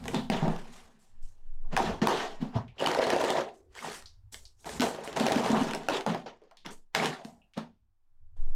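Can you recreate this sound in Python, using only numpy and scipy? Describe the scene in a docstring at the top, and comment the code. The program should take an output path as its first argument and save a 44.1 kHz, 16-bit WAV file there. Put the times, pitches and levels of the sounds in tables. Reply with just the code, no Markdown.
"""A small hard tiled room: hands open, shut and search a hard plastic tackle box, then snap open a lure case.
Blows of latches and lids ring its walls and edges as decaying sines under bursts of noise; thuds and knocks add notes.
Rattling tackle and the noisy tails of slams are random damped notes and patchy filtered noise; scuffs are resonant noise.
A decaying-noise room answers. A slow air wave, rumble and hiss lie beneath; a limiter ducks and clips the peaks."""
import sys
import numpy as np
from scipy import signal
from scipy.fft import rfft, irfft, next_fast_len
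from scipy.io import wavfile
from scipy.ndimage import uniform_filter1d, minimum_filter1d, map_coordinates

SR = 44100
rng = np.random.default_rng(int(sys.argv[2]) if len(sys.argv) > 2 else 0)


def bounce(signal):
    """Save signal as a 16-bit WAV file at the path given by the first command-line argument."""
    frames = np.transpose(np.atleast_2d(signal))
    limited = np.clip(frames, -1, 1)
    pcm = np.round(limited * 32767).astype(np.int16)
    wavfile.write(sys.argv[1], SR, pcm)


N = 377055


def amp(db):
    """dB to gain."""
    return 10 ** (np.asarray(db) / 20)


def unit(x):
    """x at rms 1."""
    return x / np.sqrt(np.mean(x ** 2) + 1e-20)


def along(points, hz):
    """Values at hz from (Hz, value) points on a log axis."""
    point_hz, values = np.transpose(points)
    return np.interp(np.log(hz + 1), np.log(point_hz + 1), values)


def curves(rows):
    """One curve over all samples for each column after the time."""
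    s, *columns = np.transpose(rows)
    t = np.arange(N) / SR
    return [np.interp(t, np.maximum.accumulate(s), column) for column in columns]


def wobble(knots_per_s):
    """A smooth random curve."""
    knots = rng.standard_normal(int(N * knots_per_s / SR) + 4)
    return map_coordinates(knots, [np.arange(N) * knots_per_s / SR])


def filtered(x, response):
    """x times a complex response of frequency."""
    m = next_fast_len(len(x) + SR // 2)
    hz = np.fft.rfftfreq(m, 1 / SR)
    return irfft(rfft(x, m) * response(hz), m)[:len(x)]


def colour(points):
    """A plain spectral shape, shut below half its first frequency."""
    return lambda hz: amp(along(points, hz)) * (hz > points[0][0] / 2)


def body(modes):
    """Broad resonances of a damped plastic part, with alternating signs."""
    def response(hz):
        total = 0
        for k, (centre_hz, width_hz, db) in enumerate(modes):
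            damping = 1j * hz * width_hz
            total = total + (-1) ** k * amp(db) * damping / (centre_hz ** 2 - hz ** 2 + damping)
        return total
    return response


# Single blows. Each row: start in seconds, level in dB, crack in dB over that level.
BLOW_ROWS = [(0.041, -39.5, -2.5), (0.056, -20, -16.5), (0.081, -17, -6), (0.145, -12, -11),
             (0.3, -14.5, -5), (0.428, -23.5, -18.5), (0.48, -11.5, -23), (0.563, -32.5, -8),
             (1.766, -13, -3.5), (1.7749, -16, -6), (2.018, -18.5, -19), (2.072, -9.5, -4),
             (2.795, -34.5, -6), (2.801, -29.5, -3), (2.823, -24.5, -15), (2.8427, -25.5, -4),
             (2.862, -20, -3.5), (2.872, -14, -2), (2.886, -25.5, -8.5), (2.915, -19, -6),
             (2.948, -21, -3.5), (2.989, -19.5, -15), (3.019, -25.5, -8), (3.0393, -19.5, -8),
             (3.069, -13, -18.5), (3.103, -13.5, -3.5), (3.134, -7, -22), (3.163, -16, -13.5),
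             (3.202, -17, -15), (3.215, -18.5, -6.5), (3.24, -12.5, -11.5), (3.247, -21, -3.5),
             (3.304, -12, -7.5), (3.7522, -50, 8), (3.791, -42.5, 0.5), (3.9, -35, -2), (3.915, -48.5, 6.5),
             (3.931, -43, 6), (3.946, -42, 7), (3.97, -51.5, 1.5), (4.024, -50.5, 9.5),
             (4.3439, -40.5, 8.5), (4.645, -35, -11.5), (4.693, -19.5, -15), (4.798, -23.5, -2.5),
             (4.8069, -18.5, -1), (4.819, -19.5, 0), (4.83, -23, -10.5), (4.948, -21, -14),
             (5.076, -28.5, -4), (5.129, -32.5, -2.5), (5.165, -15, -15.5), (5.172, -22, -4.5),
             (5.199, -21.5, -1.5), (5.209, -23, -8.5), (5.266, -11, -7.5), (5.285, -19.5, -6.5),
             (5.321, -6.5, -12.5), (5.359, -15.5, -11), (5.461, -12, -16), (5.503, -20.5, -9.5),
             (5.517, -20.5, -5.5), (5.613, -26, -5), (5.634, -24, -5.5), (5.67, -33, -9.5),
             (5.7107, -21.5, -8), (5.735, -25.5, 0), (5.749, -11, -13), (5.834, -43.5, 2),
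             (5.886, -10, -9.5), (5.935, -12.5, -20.5), (6.009, -34.5, 3.5), (6.064, -11, -15),
             (6.147, -11, -21.5), (6.418, -64, -3), (6.438, -59.5, -2.5), (6.512, -53.5, -0.5),
             (6.5708, -56, 7), (6.6622, -26.5, -3.5), (6.949, -15.5, 0), (6.951, -17, -2),
             (7.0465, -19, -8.5), (7.0582, -14, -4), (7.0645, -19, -5), (7.249, -37.5, -1),
             (7.578, -21.5, -15.5)]
# Wall resonances of the shell. Each row: pitch in Hz, width in Hz, relative level in dB.
SHELL_MODES = [(362.3, 219, 1.5), (468.3, 185, 3.5), (619, 206, 2.5), (732, 224, 4), (937, 203, 0.5),
               (1300, 850, -15)]
# Notes of stiff rims and latches. Each row: pitch in Hz, relative level in dB.
EDGE_MODES = [(1500, 0.5), (1780, -1.1), (2050, 2), (2600, -17.5), (3000, -10.5)]
# Crack spectrum. Each row: frequency in Hz, relative level in dB per Hz.
CRACK_SPECTRUM = [(700, -5.5), (1500, 0), (3000, 1.5), (6000, -4.5), (11000, -11.5), (16000, -20.5)]
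# Low thuds of palms and lids. Each row: start in seconds, level in dB before the soft start, pitch in Hz.
THUD_ROWS = [(0.141, -17, 253.3), (0.299, -12.5, 213), (0.424, -13, 160.5), (0.479, -12.5, 177),
             (2.02, -8, 194.4), (2.425, -17, 226.5), (2.556, -11.5, 117.3), (4.798, -12, 246),
             (5.205, -11.5, 229), (5.362, -12, 235), (5.502, -10.5, 224.5), (5.529, -11.5, 224),
             (5.613, -12.5, 253.5), (6.067, -34, 210), (7.25, -29.5, 213), (7.575, -22.5, 228)]
# Short hard knocks of loose tackle, and the ringing first tones of slams.
# Each row: start in seconds, peak in dB, pitch in Hz.
KNOCK_ROWS = [(0.144, -22.5, 900), (0.3, -22, 790), (0.428, -24, 810), (0.478, -22, 660),
              (1.766, -18, 1640), (1.768, -15.5, 980), (1.776, -15, 750), (1.819, -25, 785),
              (2.0715, -7.5, 955), (2.072, -24, 1800), (2.795, -32.5, 3000), (2.802, -29.5, 2900),
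              (2.861, -20, 3010), (2.861, -26.5, 4550), (2.823, -18.5, 560), (2.854, -20, 786),
              (2.872, -17, 918), (2.885, -19, 745), (2.907, -25, 484), (2.96, -19.5, 891),
              (2.974, -19.5, 526), (2.988, -13, 545), (2.996, -11, 576), (3.027, -19, 458),
              (3.039, -30.5, 4240), (3.068, -17, 577), (3.103, -23.5, 1770), (3.131, -19.5, 660),
              (3.163, -20, 680), (3.214, -21, 950), (3.238, -19, 525), (3.3, -17.5, 670), (3.335, -23, 592),
              (3.353, -17.5, 659), (3.384, -22, 610), (3.4, -18.5, 544), (3.416, -26, 507),
              (3.763, -44, 972), (3.79, -35, 2100), (3.825, -34, 1140), (3.846, -26.5, 840),
              (3.862, -33, 830), (3.874, -35, 805), (3.883, -34, 406), (4.693, -37, 620),
              (4.869, -23.5, 504), (4.947, -38, 355), (4.986, -29, 568), (5.012, -35.5, 460),
              (5.203, -26, 570), (5.265, -16.5, 710), (5.268, -27, 2780), (5.283, -17, 550),
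              (5.311, -20, 766), (5.405, -23, 447), (5.46, -19.5, 585), (5.496, -21.5, 385),
              (5.556, -21.5, 867), (5.572, -25, 1080), (5.668, -27.5, 347), (5.886, -16, 740),
              (5.886, -22, 1430), (5.887, -23, 2600), (6.064, -20, 855), (6.065, -27, 1470),
              (6.147, -25.5, 720), (6.949, -17.5, 890), (6.95, -17.5, 2180), (6.951, -20, 1620),
              (6.999, -21.5, 2220), (7.031, -22.5, 780), (7.577, -28, 630)]
MODE_SCATTER_DB, DETUNE = 6, 0.08  # standard deviations; detune as a share of pitch
SNAP_DB, SNAP_S = 3, 0.0004  # first contact of a blow, over its crack
KNOCK_CYCLES, STIFF_HZ = 10, 1520  # cycles to fade by 60 dB; they double by this pitch


def blows():
    """Blows drive the walls by chattering force and ring walls and edges under a crack; thuds and knocks join."""
    t = np.arange(SR // 10) / SR
    walls, rings, cracks = np.zeros((3, N + len(t)))

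    def ring(hz, cycles):
        """Damped plastic rings a set number of cycles."""
        return amp(-60 * hz * t / cycles) * np.sin(2 * np.pi * hz * t)

    burst = np.exp(-(t / 0.0033) ** 2)  # the surfaces chatter hard, then part
    spark = np.exp(-(t / 0.0024) ** 2) + amp(SNAP_DB) * np.exp(-t / SNAP_S)
    chatter = rng.standard_normal((len(BLOW_ROWS), 2, len(t)))
    bends = 1 + DETUNE * rng.standard_normal((len(BLOW_ROWS), 2))  # grip and lid angle shift the notes
    mode_count = len(SHELL_MODES) + len(EDGE_MODES)
    # each blow strikes another spot
    spots = amp(MODE_SCATTER_DB * rng.standard_normal((len(BLOW_ROWS), mode_count)))

    for (s, db, crack_db), (force, grit), spot, (low, high) in zip(BLOW_ROWS, chatter, spots, bends):
        wall_notes = np.array([ring(hz * low, cycles=68) * amp(mode_db - 27) for hz, _, mode_db in SHELL_MODES])
        edge_notes = np.array([ring(hz * high, cycles=54) * amp(mode_db - 18) for hz, mode_db in EDGE_MODES])
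        at = slice(round(s * SR), round(s * SR) + len(t))
        walls[at] += amp(db - 0.8) * burst * force
        rings[at] += amp(db) * spot[:len(SHELL_MODES)] @ wall_notes
        rings[at] += amp(db + crack_db) * spot[len(SHELL_MODES):] @ edge_notes
        cracks[at] += amp(db + crack_db) * spark * grit

    for s, db, hz in THUD_ROWS:
        soft_start = 1 - np.exp(-t / 0.0021)  # soft flesh starts slowly
        rings[round(s * SR):][:len(t)] += amp(db) * ring(hz, cycles=12) * soft_start

    for s, db, hz in KNOCK_ROWS:
        cycles = KNOCK_CYCLES * (1 + (hz / STIFF_HZ) ** 2)  # small stiff parts ring on
        note = ring(hz, cycles) * (1 - np.exp(-t / 0.00061))
        rings[round(s * SR):][:len(t)] += amp(db) * note / np.abs(note).max()

    driven_walls = filtered(walls[:N], body(SHELL_MODES))
    return driven_walls + rings[:N] + filtered(cracks[:N], colour(CRACK_SPECTRUM))


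# Air resonances inside the box. Each row: pitch in Hz, width in Hz, relative level in dB.
HOLLOW_MODES = [(162, 48, -3.5), (243.6, 34.6, -5)]
# Ticking spectrum of small parts. Each row: frequency in Hz, relative level in dB per Hz.
TICK_SPECTRUM = [(710, 3), (1200, 3), (1390, 0), (1810, 1.5), (2250, -4.5), (3020, -2.5), (7000, -13),
                 (9100, -33.5), (15400, -120)]
# Film rustle spectrum. Each row: frequency in Hz, relative level in dB per Hz.
FILM_SPECTRUM = [(2650, -18), (4500, -11), (7810, -4.5), (10600, -11.5), (14600, -17), (15600, -28),
                 (16400, -43)]
# Share of separate rattles against smooth wash. Each row: time in seconds, share of power from 0 to 1.
LOOSE_SHARE = [(0, 0.18), (2.7, 0.04), (2.8, 0.4), (3.4, 0.3), (4.7, 0.12), (5.2, 0.2), (5.8, 0.21),
               (8.55, .05)]
JOLT_DB = 4  # jerk depth at a loose share of 1, before scaling to rms 1


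def clatter_and_tails():
    """Rattling tackle and the held, noisy tails of slams, in four bands from boom to rustle."""
    shell_gain, boom_gain, tick_gain, film_gain = bout_gains()
    loose = np.clip(curves(LOOSE_SHARE)[0], 0, 1)

    def mix(grains, smooth):
        """Separate rattles and smooth wash, shared by power."""
        return np.sqrt(loose) * grains + np.sqrt(1 - loose) * smooth

    def air_inside(hz):
        """The open box radiates little deep bass."""
        return body(HOLLOW_MODES)(hz) * hz ** 2 / (hz ** 2 + 130 ** 2)

    shell = mix(rattles(count=900, centre_hz=570, octaves=0.4, cycles=24, spread_db=2.5),
                wash(body(SHELL_MODES), patchy_db=3.5))
    boom = wash(air_inside, patchy_db=2)
    tick = mix(rattles(count=4000, centre_hz=2700, octaves=0.66, cycles=30, spread_db=2),
               wash(colour(TICK_SPECTRUM), patchy_db=2.5))
    film = mix(rattles(count=2500, centre_hz=7800, octaves=0.5, cycles=16, spread_db=1.5),
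               wash(colour(FILM_SPECTRUM), patchy_db=2.5))
    jolts = unit(amp(JOLT_DB * np.sqrt(loose) * wobble(100)))  # small parts move in jerks, with gaps
    return shell_gain * shell + boom_gain * boom + jolts * (tick_gain * tick + film_gain * film)


# Bouts of clatter and of room tail held up after slams.
# Each row: full strength at in seconds, rise in seconds, hold in seconds, shell band in dB, fade in dB/s,
# then hollow boom, small-part ticking and film rustle in dB over the shell band.
BOUT_ROWS = [(0.11, 0.19, 0.091, -48, 182, 15.5, -5, -7),
             (0.137, 0.0076, 0.045, -37.5, 276, -2.5, -9, -30.5),
             (0.317, 0.0022, 0.037, -33, 89, 2, -4, -22),
             (0.447, 0.031, 0.0204, -31.5, 156, -4.5, -28, -38),
             (0.587, .02, 0.0082, -58.5, 42.5, 5.5, 2.5, -4),
             (0.506, 0.0088, 0.022, -71, 154, -10, 19.5, 11.5),
             (0.725, 0.011, 0.055, -62.5, 137, -9, 5.5, 3.5), (0.993, .01, 0.056, -95.5, 147, -7, -3, 27),
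             (1.227, 0.013, 0.044, -90, 159, -7, -15, 24), (1.25, 0.19, 0.57, -82, 53, 4, 0, -5.5),
             (1.653, 0.047, 0.037, -62, 108, 3, -33, -40.5),
             (1.73, 0.016, 0.0039, -36, 403.5, 1.5, -6, -30.5),
             (1.786, 0.044, 0.1, -32.5, 173.5, -2, -5.5, -21),
             (2.018, 0.0024, 0.015, -29, 212, 0.5, -5, -24),
             (2.083, 0.043, 0.14, -31.5, 151, -15.5, -3, -18.5),
             (2.416, 0.017, 0.0033, -45, 147.5, 12.5, -5, -39),
             (2.563, 0.034, 0.0023, -33, 265, -1, -12.5, -51),
             (2.81, 0.028, 0.59, -31, 224, -15.5, -5.5, -20),
             (3.542, 0.018, 0.034, -72, 210.5, -12.5, -9, 3.5),
             (3.771, 0.039, 0.078, -63.5, 151.5, -21, 15.5, 10.5),
             (3.841, 0.041, 0.048, -48, 175, 0, 4.5, -2.5),
             (3.926, 0.017, 0.041, -55.5, 227, -27.5, 7.5, 9.5),
             (4.325, 0.0046, 0.0041, -59, 146, -4, -15, 13.5),
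             (4.607, 0.035, 0.083, -73.5, 195, -2.5, -23, 13),
             (4.657, 0.0032, 0.11, -46.5, 308.5, -1.5, -0.5, -0.5),
             (4.823, 0.02, 0.0021, -27.5, 130, -9.5, -5.5, -9.5),
             (4.978, 0.011, .17, -45, 294, -9.5, -4.5, -28.5),
             (5.037, 0.0026, 0.012, -61, 153.5, -20, -10, 13),
             (5.163, .006, 0.013, -31, 151, -6, -7.5, -14), (5.2, 0.024, 0.4, -32, 64.5, -3, -4.5, -15.5),
             (5.897, 0.0018, 0.085, -32, 301, -27, -5, -19),
             (6.071, 0.0017, 0.044, -32.5, 191, 2, -7, -23.5),
             (6.262, 0.0027, 0.0024, -38.5, 276, -10.5, -4.5, -34),
             (6.428, 0.04, 0.0027, -74.5, 50.5, 0.5, 1.5, -44),
             (6.65, 0.0029, 0.058, -48, 400.5, 0, -1, -25),
             (6.708, .003, 0.014, -63, 262, -11.5, -15.5, 11.5),
             (6.959, 0.012, 0.098, -34.5, 163.5, -1, 2, -10.5),
             (7.251, 0.016, 0.0033, -54, 168.5, 8.5, -27, -3),
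             (7.575, 0.011, 0.013, -36.5, 312, -1.5, -6, -27),
             (8.366, 0.0024, 0.2, -69, 111, -8, -7.5, -9.5)]
# Speed of fading over the bout's. Each row: one factor, for shell, boom, ticking, rustle in turn.
FADE_FACTORS = [
    [0.99],
    [1],
    [1.036],
    [1.07],
]
RISE_DB = 20  # climb during the rise


def bout_gains():
    """Gains of shell, boom, ticking and rustle bands for bouts of clatter and held tails, added in power."""
    t = np.arange(0, N, 32) / SR
    power = 0
    for s, rise_s, hold_s, db, fade_db_per_s, *over_db in BOUT_ROWS:
        early_s = np.clip(s - t, 0, None)
        late_s = np.clip(t - s - hold_s, 0, None)
        held_db = db - RISE_DB * early_s / max(rise_s, 1e-3)
        fade_db = fade_db_per_s * late_s * np.array(FADE_FACTORS)
        power = power + amp(held_db + np.c_[[0, *over_db]] - fade_db) ** 2
    return [np.interp(np.arange(N) / SR, t, np.sqrt(p)) for p in power]


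def rattles(count, centre_hz, octaves, cycles, spread_db):
    """Small loose parts knock at random moments, each with its own damped note; rms 1."""
    draw = rng.random((count, 2))
    hz = centre_hz * 2 ** (octaves * rng.standard_normal((count, 1)))
    k = np.arange(min(SR // 30, int(2 * SR * cycles / centre_hz)))
    level_db = -spread_db * np.log(draw[:, 1:] + 0.0041)  # few loud, many faint
    notes = amp(level_db - 60 * hz * k / SR / cycles) * np.sin(2 * np.pi * hz * k / SR)
    at = (draw[:, :1] * N).astype(int) + k
    return unit(np.bincount(at.ravel(), notes.ravel(), minlength=N)[:N])


def wash(response, patchy_db):
    """Smooth noise whose colour drifts in patches, rms 1."""
    z = signal.stft(rng.standard_normal(N + 512), nperseg=512)[2]
    field = uniform_filter1d(rng.standard_normal(z.shape), size=9, axis=0)
    field = uniform_filter1d(field, size=7, axis=1)
    noise = signal.istft(z * amp(patchy_db * unit(field)), nperseg=512)[1][:N]
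    return unit(filtered(noise, response))


# Faint pitched scuffs and squeaks of plastic on plastic.
# Each row: start in seconds, level in dB, pitch in Hz, width in Hz, t60 in seconds.
SCUFF_ROWS = [(0.147, -39.5, 3530, 1490, 0.34), (2.68, -58.5, 2460, 1460, 0.23),
              (2.782, -47.5, 3000, 875, 0.31), (3.451, -53, 370, 140, 1), (3.49, -50, 716, 130, 0.3),
              (4.0583, -50.5, 4650, 2090, 0.23), (4.453, -52.5, 4830, 2350, 0.18),
              (6.418, -53, 400, 199, 0.24), (6.511, -53.5, 770, 510, 0.18), (6.571, -59, 3600, 2310, 0.3),
              (7.187, -44, 705, 192, 0.45), (7.417, -66, 2720, 352, 0.17), (7.536, -61.5, 2960, 3040, 0.44)]


def scuffs():
    """Short rubs that excite one broad resonance each, start with a tick and fade."""
    t = np.arange(SR // 3) / SR
    out = np.zeros(N)
    tick = 1 + 2 * np.exp(-t / 0.0015)
    rubs = rng.standard_normal((len(SCUFF_ROWS), len(t)))
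    for (s, db, hz, width_hz, t60_s), rub in zip(SCUFF_ROWS, rubs):
        band = body([(hz, width_hz, 0)])
        tone = unit(filtered(rub, lambda f: band(f) ** 2))
        out[round(s * SR):][:len(t)] += amp(db - 60 * t / t60_s) * tick * tone
    return out


# Decay of the room. Each row: frequency in Hz, t60 in seconds.
ROOM_T60 = [(200, 0.3), (1000, 0.19), (5000, 0.16), (13000, 0.21)]


def room(x):
    """Each frequency of the room's answer dies at its own speed, after a 5 ms delay."""
    hz, t, z = signal.stft(rng.standard_normal(SR // 2), SR, nperseg=256)
    decay = amp(-60 * t / along(ROOM_T60, hz)[:, None])
    tail = signal.istft(z * decay, SR, nperseg=256)[1]
    return signal.fftconvolve(np.pad(x, (SR // 200, 0)), tail / np.linalg.norm(tail))[:N]


# Swells of the slow air wave. Each row: peak time in seconds, level in dB, rise in dB/s, fall in dB/s.
WAVE_SWELLS = [(.5, -31, 65, 80), (1.241, -28, 212, 300), (1.5, -30.5, 170, 56), (1.659, -26.5, 142, 106),
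               (2.4, -39, 71, 113.5), (4.03, -54, 200, 62), (4.42, -53.5, 150, 102), (5.65, -45.5, 125, 45),
               (6.76, -46, 102.5, 101.5), (8.396, -21, 901, -2), (8.26, -45.5, 103, 100.5)]
# Rumble level. Each row: time in seconds, level in dB.
RUMBLE_DB = [(0.0, -45.5), (.92, -68), (1.23, -61), (1.6, -63), (1.9, -39), (2.14, -71.5), (2.6, -61.5),
             (3.1, -85), (3.6, -63.5), (4.6, -61), (4.88, -53.5), (5.5, -69), (6.09, -75.5), (6.3, -78.5),
             (6.8, -77.5), (7.5, -67), (7.85, -74), (8.36, -62.5), (8.375, -58), (8.55, -36)]
# Rumble spectrum. Each row: frequency in Hz, relative level in dB per Hz.
RUMBLE_SPECTRUM = [(14, -21.5), (24, -24.5), (35, -6), (60, -11.5), (102, -11.5), (171, -49), (300, -52),
                   (660, -120)]
# Hiss spectrum. Each row: frequency in Hz, relative level in dB per Hz.
HISS_SPECTRUM = [(120, -35), (200, -11.5), (366, -11.5), (394, -26), (851, -13.5), (2800, -28), (3430, -28),
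                 (8900, -32), (16000, -33.5)]
WAVE_HZ, WAVE_REST_DB = 12.4, -74  # mean pitch; level under the swells
HISS_DB = -89  # at a rumble level of -69 dB


def air():
    """A slow pressure wave near 12 Hz, low rumble and a thin hiss that rises with the rumble."""
    t = np.arange(N) / SR
    size = amp(WAVE_REST_DB)
    for s, db, rise_db_per_s, fall_db_per_s in WAVE_SWELLS:
        drop_db = np.where(t < s, rise_db_per_s * (s - t), fall_db_per_s * (t - s))
        size = size + amp(db - drop_db)
    wave = np.sqrt(2) * np.sin(2 * np.pi * np.cumsum(WAVE_HZ + wobble(3.6)) / SR)

    rumble_db, = curves(RUMBLE_DB)
    lumps = amp(2.5 * wobble(30) + 6.5 * wobble(6))
    rumble = unit(lumps * filtered(rng.standard_normal(N), colour(RUMBLE_SPECTRUM)))

    flutter = amp(1.6 * wobble(6.8))
    hiss = unit(flutter * filtered(rng.standard_normal(N), colour(HISS_SPECTRUM)))
    hiss_db = HISS_DB + 0.67 * (rumble_db + 69)
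    return size * wave + amp(rumble_db) * rumble + amp(hiss_db) * hiss


ECHO_HITS_DB, ECHO_LOOSE_DB = -6.5, -13.5  # room send levels


def scene():
    """Box sounds, their echo and the air."""
    hits = blows()
    loose = clatter_and_tails() + scuffs()
    box = hits + loose + room(amp(ECHO_HITS_DB) * hits + amp(ECHO_LOOSE_DB) * loose)

    def pickup(hz):
        """Small parts move little air at low pitch; the microphone loses the top octave."""
        above_bass = (1j * hz / (70 + 1j * hz)) ** 3
        softened = 1 / (1 + 1j * hz / 12000) ** 2
        return above_bass * softened

    return (filtered(box, pickup) + air())[None]


LIMIT_DB, CLIP_DB, TOP_HZ = -14, -15.8, 16300


def record(dry):
    """A limiter ducks just after each peak, so the first cycles of a slam clip; then the band limit."""
    need = np.minimum(1, amp(LIMIT_DB) / (np.abs(dry[0]) + 1e-9))
    held_need = minimum_filter1d(need, size=301, origin=150)  # both windows, in samples, look back only
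    gain = uniform_filter1d(held_need, size=151, origin=75)
    held = dry[0] * gain
    clipped = held / (1 + np.abs(held / amp(CLIP_DB)) ** 6) ** (1 / 6)
    return filtered(clipped, lambda hz: hz < TOP_HZ)[None]


dry = scene()
out = record(dry)
bounce(out)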